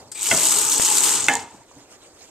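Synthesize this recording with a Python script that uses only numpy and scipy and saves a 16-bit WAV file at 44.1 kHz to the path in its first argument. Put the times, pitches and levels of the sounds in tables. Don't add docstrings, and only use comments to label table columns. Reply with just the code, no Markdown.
import sys
import numpy as np
from scipy import signal
from scipy.fft import rfft, irfft, next_fast_len
from scipy.io import wavfile
from scipy.ndimage import uniform_filter1d, map_coordinates

SR = 44100
rng = np.random.default_rng(int(sys.argv[2]) if len(sys.argv) > 2 else 0)


def to_linear_factor(level_db):
    exponent = np.asarray(level_db, float) / 20
    return 10 ** exponent


def waveform_to_disk(signal):
    frames = np.transpose(np.atleast_2d(signal))
    scaled = np.clip(frames, -1, 1) * 32767
    samples = np.round(scaled).astype(np.int16)
    wavfile.write(sys.argv[1], SR, samples)


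N = 101429
TIME = np.arange(N) / SR

# f/Hz, density/dB per Hz
ROOM_TONE = [(25, -17), (100, -3), (180, -13), (300, -0.5), (500, -2.5), (900, -7.5), (1400, -14),
             (3000, -32)]
# f/Hz, density/dB per Hz
CLOTH_COLOUR = [(150, -2.5), (500, 4), (1200, 1.5), (2500, 1), (5000, -0.5), (8000, -6), (11000, -12),
                (15000, -7)]
# t/s, level/dB, spread/s
RUSTLES = [
    (0, -52, 0.022),
    (1.8, -61.5, 0.044),
    (1.93, -52.5, 0.02),
    (2.05, -60, 0.034),
    (2.23, -52.5, 0.042),
]
# t/s, level/dB, spread/s
HANDLING = [
    (.03, -49, 0.058),
    (.34, -31.5, .02),
    (1.31, -41.5, 0.076),
    (1.45, -47.5, 0.018),
    (1.545, -49.5, 0.019),
    (1.6, -49.5, 0.014),
    (1.78, -52.5, 0.03),
]
# f/Hz, density/dB per Hz
GRIP_COLOUR = [(30, -46), (85, -1), (300, -9.5), (900, -7), (2000, -48)]
ROOM_TONE_DB, CLOTH_DB = -55, -59
CLOTH_LAG_S, CLOTH_PAN_DB = .00007, -4

# f/Hz, t60/s
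TILE_DECAY = [(200, 0.45), (1000, 0.28), (4000, 0.46), (12000, 0.096)]
WET_DB, KNOCK_WET_DB = -14.5, -12.5
# f/Hz, likeness/0..1
LIKENESS = [(60, .8), (300, .95), (1400, .83), (3000, .76), (6500, .68), (14000, .45)]

# t/s, level/dB, t60/s
SPITS = [
    (.1152, -32.5, 0.084),
    (.1456, -41.5, 0.065),
]
# f/Hz, width/Hz, level/dB
VALVE_MODES = [(2350, 180, 5.5), (3700, 450, -2), (4800, 400, -8.5), (8130, 360, -4)]
# t/s, level/dB
WHINE = [(.14, -70), (.158, -42), (.19, -41), (.23, -38), (.27, -40), (.4, -65)]

# t/s, level/dB, rise/s
OPEN, SHUT = (.3112, -6.5, 0.005), (1.2831, -8, 0.0012)
# f/Hz, level/dB, t60/s
OPEN_MODES = [(172.3, -18, 0.25), (640, -14, 0.4), (780, -6.5, 0.034), (1484, 7, 0.021), (2164, -21, 0.17),
              (2074, 16.5, 0.017), (2710, 11, 0.016), (5200, 0, 0.012), (3258, 8.5, 0.016)]
# f/Hz, level/dB, t60/s
SHUT_MODES = [(277.7, -19, 0.38), (458, -15.5, 0.3), (735, -13.5, 0.34), (820, -6.5, 0.28),
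              (940, -14.5, 0.45), (1747, -10.5, 0.24), (1896, -11.5, .2), (1100, -20, 0.18),
              (2255, -10, 0.1), (2111, 6, 0.038), (1506, 1, 0.024), (2610, 6.5, 0.018), (3500, -1.5, 0.018),
              (3045, -16.5, 0.23)]
# f/Hz, density/dB per Hz
COUNTER = [(90, -21.5), (250, -3), (750, -3.5), (1100, -4.5), (2200, -7.5), (5000, -29)]
BOOM_DB, BOOM_T60_S = -13, 0.2
CRACK_DB, CRACK_T60_S, CRACK_TOP_HZ = 1.5, 0.022, 6000
SMEAR, SMEAR_S = .9, .012
WANDER, WANDER_GROWS = 60, .09
SWELL_SHARE = .03

# t/s, peak level/dB, f/Hz
DROPS = [(0.0757, -47, 7980), (0.0818, -51, 7390), (0.0856, -52, 6700), (0.0959, -49, 8140),
         (0.2112, -18, 7900), (0.221, -16, 7990), (0.2307, -12, 8000), (0.4337, -7, 7130),
         (0.4541, -5, 7040), (0.4711, -10, 6530), (0.4875, -10, 7290), (0.5621, -8, 7350),
         (0.6499, -11, 7240), (0.6891, -10, 7660), (0.7262, -10, 7160), (0.7622, -10, 7190),
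         (0.7812, -11, 7620), (0.8082, -10, 7270), (0.8498, -6, 7040), (0.8539, -12, 7480),
         (0.866, -10, 7650), (0.9027, -11, 7840), (0.9483, -8, 6980), (0.9783, -10, 7940),
         (0.9835, -8, 7300), (1.0063, -8, 7480), (1.0353, -9, 7370), (1.1161, -9, 7600),
         (1.1435, -12, 7600), (1.2064, -12, 7250), (1.2119, -18, 8010), (1.2294, -19, 6920),
         (1.2347, -18, 6830), (1.243, -20, 7280), (1.259, -19, 6260), (1.2665, -16, 7100),
         (1.2757, -20, 5400), (1.2988, -18, 6450), (1.3328, -20, 6630), (1.3376, -11, 7120),
         (1.341, -20, 7270), (1.3539, -7, 7200), (1.369, -21, 7290), (1.3724, -23, 6040),
         (1.3978, -28, 5020), (1.4223, -35, 6340), (1.4258, -37, 7350), (1.5054, -44, 7600),
         (1.5117, -44, 7550), (1.5338, -45, 6270), (1.5398, -43, 7670), (1.6864, -47, 6530),
         (1.7083, -49, 7170), (1.7168, -46, 6870), (1.7462, -48, 6910), (1.7535, -48, 6900),
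         (1.8055, -46, 6630), (1.9263, -43, 6750)]
# t/s, level/dB
DRIBBLE = [(1.12, -60), (1.2, -41), (1.37, -42), (1.42, -56), (1.5, -66), (1.62, -72), (1.9, -76)]
# t/s, peak level/dB, f/Hz, t60/s
PLOPS = [
    (0.91, -20.5, 861, 0.066),
    (1.543, -43, 295, 0.069),
    (1.614, -42, 927, 0.042),
    (1.713, -37.5, 1000, 0.012),
    (1.763, -40.5, 282, 0.13),
]
SPLAT_DB, SPLAT_T60_S, DROP_TONE_DB, TICKS_PER_S = -12, .013, -1, 220
POP_S, POP_DB, POP_WIDTH_S = .7984, -2.5, .00011

# t/s, level/dB
FLOW = [(.14, -40.5), (.2, -29.5), (.215, -22.5), (.25, -18), (.3, -13.5), (.45, -14.5), (.7, -15.5),
        (1.0, -14.5), (1.13, -14.5), (1.2, -22), (1.3, -26), (1.4, -34.5), (1.47, -48.5), (1.6, -55)]
# f/Hz, density/dB per Hz
SPRAY = [(150, -43), (700, -9), (1800, -8.5), (3000, 1.5), (5000, -2), (7000, -1), (11000, 0), (15000, -1)]
# f/Hz, width/Hz, level/dB
BASIN = [(88, 40, -13), (163, 24, -3.5), (267, 29, 0.5), (353, 33, 3), (440, 40.4, 3), (859, 64, 4.5),
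         (973, 85, 4.5), (1270, 370, -1), (3060, 190, -10)]
BODY_GROWS, BODY_DB, BODY_LAG_S = 0.64, -10, 0.04
BODY_SWAY_DB, BODY_PATCHY_DB = .6, 1.2
SPATTER_PER_S, SPATTER_DB, SPATTER_HZ, SPATTER_CYCLES, SPATTER_SPREAD_DB = 1800, -6, 7180, 5.3, 2.5
BUBBLE_PER_S, BUBBLE_DB, BUBBLE_HZ, BUBBLE_CYCLES = 71, -21, 2350, 7.8
PITCH_SPREAD = .29
MIST_HZ, MIST_GROWS, MIST_FROM_S, MIST_LOSS_DB = 9500, 2.3, 0.76, -12

# peak f/Hz, width/Hz, level/dB, roll-off f/Hz
PORTS = [(8130, 755, 15, 21000), (6990, 990, 12, 7920)]
LEFT_LAG_S = .000015


def unit(x):
    return x / np.sqrt(np.mean(x ** 2) + 1e-20)


def along(points, hz):
    f, v = np.transpose(points)
    return np.interp(np.log(hz + 1), np.log(f + 1), v)


def colour(points):
    return lambda f: to_linear_factor(along(points, f))


def curve(rows, lag=0.):
    s, v = np.transpose(rows)
    return np.interp(TIME - lag, s, v)


def during(rows):
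    return (TIME > rows[0][0]) * (TIME < rows[-1][0])


def wobble(rate, count=N):
    knots = rng.standard_normal(N // 50)[:int(count * rate / SR) + 4]
    return map_coordinates(knots, [np.arange(count) * rate / SR])


def bursts(rows, rise_s):
    envelope = 0
    for s, db, t60 in rows:
        fall = to_linear_factor(db - 60 * np.maximum(TIME - s, 0) / abs(t60))
        envelope = envelope + fall * np.clip((TIME - s) / rise_s, 0, 1)
    return envelope


def swells(rows):
    return sum(to_linear_factor(db) * np.exp(-.5 * ((TIME - s) / spread) ** 2) for s, db, spread in rows)


def filtered(x, response):
    m = next_fast_len(N + SR // 2)
    return irfft(rfft(x, m) * response(np.fft.rfftfreq(m, 1 / SR)), m)[..., :N]


def peaks(table):
    def response(f):
        total = 0
        for k, (c, w, db) in enumerate(table):
            total = total + (-1) ** k * to_linear_factor(db) * 1j * f * w / (c * c - f * f + 1j * f * w)
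        return total
    return response


def late(lag_s):
    return lambda f: np.exp(-1j * np.pi * f * lag_s * np.array([[1], [-1]]))


def paired(pair, response):
    def mid_side(hz):
        turn = np.arccos(np.clip(along(LIKENESS, hz), -1, 1)) / 2
        return response(hz) * [np.cos(turn), np.sin(turn)]
    mid, side = filtered(pair, mid_side)
    return np.array([mid + side, mid - side])


def rush(response, patchy_db):
    z = signal.stft(rng.standard_normal((2, N + 512)), nperseg=256)[2]
    field = uniform_filter1d(rng.standard_normal(z.shape[1:]), size=5, axis=0)
    field = uniform_filter1d(field, size=8, axis=1)
    pair = signal.istft(z * to_linear_factor(patchy_db * unit(field)), nperseg=256)[1][:, :N]
    return unit(paired(pair, response))


def grains(s, hz, t60, db, pan_db, lag_s, glide=0., size=500):
    out = np.zeros((2, N + size))
    start = np.clip(np.round(s * SR).astype(int), 0, N - 1)[:, None]
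    place = (start + np.arange(size)).ravel()
    for ch, side in enumerate((.5, -.5)):
        t = np.maximum(np.arange(size) / SR - .0003 - side * lag_s[:, None], 0)
        u = t / t60[:, None]
        envelope = to_linear_factor((db + side * pan_db)[:, None] - 60 * u) * (1 - np.exp(-u * 30))
        wave = envelope * np.sin(2 * np.pi * hz[:, None] * t * (1 + glide * u))
        out[ch] = np.bincount(place, wave.ravel(), N + size)
    return out[:, :N]


def shower(per_s, hz, cycles, spread_db, glide, size):
    n = int(per_s * N / SR)
    u, g = rng.random((n, 2)), rng.standard_normal((n, 3))
    pitch = np.clip(hz * np.exp(PITCH_SPREAD * g[:, 0]), 300, 14000)
    t60 = np.log(1000) * cycles / 2 / pitch
    db = -spread_db * np.log(1 - u[:, 1] + u[:, 1] / 20)
    return unit(grains(u[:, 0] * N / SR, pitch, t60, db, 3 * g[:, 1], .00004 * g[:, 2], glide, size=size))


def quiet():
    cloth = (to_linear_factor(CLOTH_DB) + swells(RUSTLES)) * to_linear_factor(0.63 * wobble(29.17))
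    cloth = cloth * rush(colour(CLOTH_COLOUR), patchy_db=3.0)
    cloth = to_linear_factor([[CLOTH_PAN_DB / 2], [-CLOTH_PAN_DB / 2]]) * filtered(cloth, late(CLOTH_LAG_S))
    grip = swells(HANDLING) * rush(colour(GRIP_COLOUR), patchy_db=0.5)
    tone = to_linear_factor(ROOM_TONE_DB + wobble(16)) * rush(colour(ROOM_TONE), patchy_db=1.5)
    return cloth + grip + tone


def tiles(x):
    hz, t, z = signal.stft(rng.standard_normal((2, SR // 2)), SR, nperseg=256)
    tail = signal.istft(z * to_linear_factor(-60 * t / along(TILE_DECAY, hz)[:, None]), SR, nperseg=256)[1]
    tail = tail / np.linalg.norm(tail[0])
    delayed = np.pad(x, (120, 0))[None]
    return paired(signal.fftconvolve(delayed, tail, axes=1)[:, :N], np.ones_like)


def valve():
    spit = bursts(SPITS, 0.0042) * rush(lambda f: peaks(VALVE_MODES[2:])(f) + .15, patchy_db=0)
    whine = to_linear_factor(curve(WHINE) + 2.5 * wobble(127)) * during(WHINE)
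    return spit + whine * rush(peaks(VALVE_MODES), patchy_db=0)


def knock(hit, modes):
    s, db, rise = hit
    size = SR // 2
    t, ring = np.arange(size) / SR, 0
    for hz, level, t60 in modes:
        rate = WANDER + WANDER_GROWS * hz
        share = np.clip(SMEAR * min(10 * t60, 1) ** 2, 0, 1) * (1 - np.exp(-(t / SMEAR_S) ** 2))
        stray = wobble(rate, count=size) + 1j * wobble(rate, count=size)
        sway = np.sqrt(1 - share) + np.sqrt(share / 2) * stray
        envelope = to_linear_factor(level - 60 * t / t60) * (1 - np.exp(-t / (SWELL_SHARE * t60)))
        ring = ring + envelope * np.imag(sway * np.exp(2j * np.pi * hz * t))
    crack = filtered(rng.standard_normal(size), lambda f: 1 / (1 + 1j * f / CRACK_TOP_HZ))[:size]
    crack = to_linear_factor(CRACK_DB - 60 * t / CRACK_T60_S) * crack
    boom = unit(filtered(rng.standard_normal(N), colour(COUNTER)))[:size]
    boom = to_linear_factor(BOOM_DB - 60 * t / BOOM_T60_S) * boom
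    blow = to_linear_factor(db) * (1 - np.exp(-(t / rise) ** 2)) * (ring + crack + boom)
    return np.pad(blow, (round(s * SR), N))[:N]


def drops():
    s, db, hz = np.transpose(DROPS)
    none = 0 * s
    splats = to_linear_factor(SPLAT_DB) * bursts(zip(s - .001, db, SPLAT_T60_S + none), .0008)
    splats = splats * rush(lambda f: (f / (f + 2500)) ** 2, patchy_db=0)
    tones = grains(s - .0006, hz, .0028 + none, db + DROP_TONE_DB, none, none, size=160)
    ticks = to_linear_factor(curve(DRIBBLE)) * during(DRIBBLE) * shower(TICKS_PER_S, 4570, 3.5, 2, 0.21, size=200)
    s, db, hz, t60 = np.transpose(PLOPS)
    plops = grains(s, hz, np.abs(t60), db + 3, 0 * s - 2, 0 * s, 0.013, size=5000)
    return splats + tones + ticks + plops


def port_pop():
    return to_linear_factor(POP_DB) * np.exp(-.5 * ((TIME - POP_S) / POP_WIDTH_S) ** 2)


def jet():
    on = np.clip((TIME - FLOW[0][0]) / 0.013, 0, 1) * np.clip((FLOW[-1][0] + 0.054 - TIME) / 0.081, 0, 1)
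    flow_db, late_db = curve(FLOW) - 9, curve(FLOW, BODY_LAG_S) - 9
    top = flow_db.max()
    spray = to_linear_factor(2.4 * wobble(39.83) + 2.4 * wobble(250)) * rush(colour(SPRAY), patchy_db=1.5)
    spatter = shower(SPATTER_PER_S, SPATTER_HZ, SPATTER_CYCLES, SPATTER_SPREAD_DB, 0., size=160)
    spray = spray + to_linear_factor(SPATTER_DB) * spatter
    mist = filtered(spray, lambda f: 1 / (1 + (MIST_HZ / (f + 1)) ** 8))
    thinning_db = (MIST_GROWS - 1) * (flow_db - top) * (TIME > MIST_FROM_S)
    spray = spray - mist * (1 - to_linear_factor(np.maximum(thinning_db, MIST_LOSS_DB)))
    basin = to_linear_factor(BODY_SWAY_DB * wobble(11.35)) * rush(peaks(BASIN), BODY_PATCHY_DB)
    bubbles = shower(BUBBLE_PER_S, BUBBLE_HZ, BUBBLE_CYCLES, 1.4, 0.19, size=2000)
    body = to_linear_factor(BODY_DB) * basin + to_linear_factor(BUBBLE_DB) * bubbles
    body = to_linear_factor(top + BODY_GROWS * (late_db - top)) * body
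    return on * (to_linear_factor(flow_db + 0.59 * wobble(11.7)) * spray + body)


def scene():
    water = jet() + drops() + valve()
    out = quiet() + water + to_linear_factor(WET_DB) * tiles(water.mean(axis=0))
    for hit in (knock(OPEN, OPEN_MODES), knock(SHUT, SHUT_MODES)):
        out = out + hit * to_linear_factor(np.array([[-.6], [.6]])) + to_linear_factor(KNOCK_WET_DB) * tiles(hit)
    out[0] -= port_pop()
    return out


def top_cut(x):
    return signal.sosfilt(signal.butter(12, 14900, fs=SR, output="sos"), x)


def record(dry):
    def port(f):
        return np.array([(1 + peaks([(c, w, db)])(f)) / np.sqrt(1 + (f / top_hz) ** 6)
                         for c, w, db, top_hz in PORTS])
    x = filtered(dry, lambda f: port(f) * late(LEFT_LAG_S)(f))
    x = x / (1 + np.abs(x) ** 8) ** (1 / 8)
    mix = filtered(x, lambda f: f < 14300)
    return top_cut(mix)


dry = scene()
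out = record(dry)
waveform_to_disk(out)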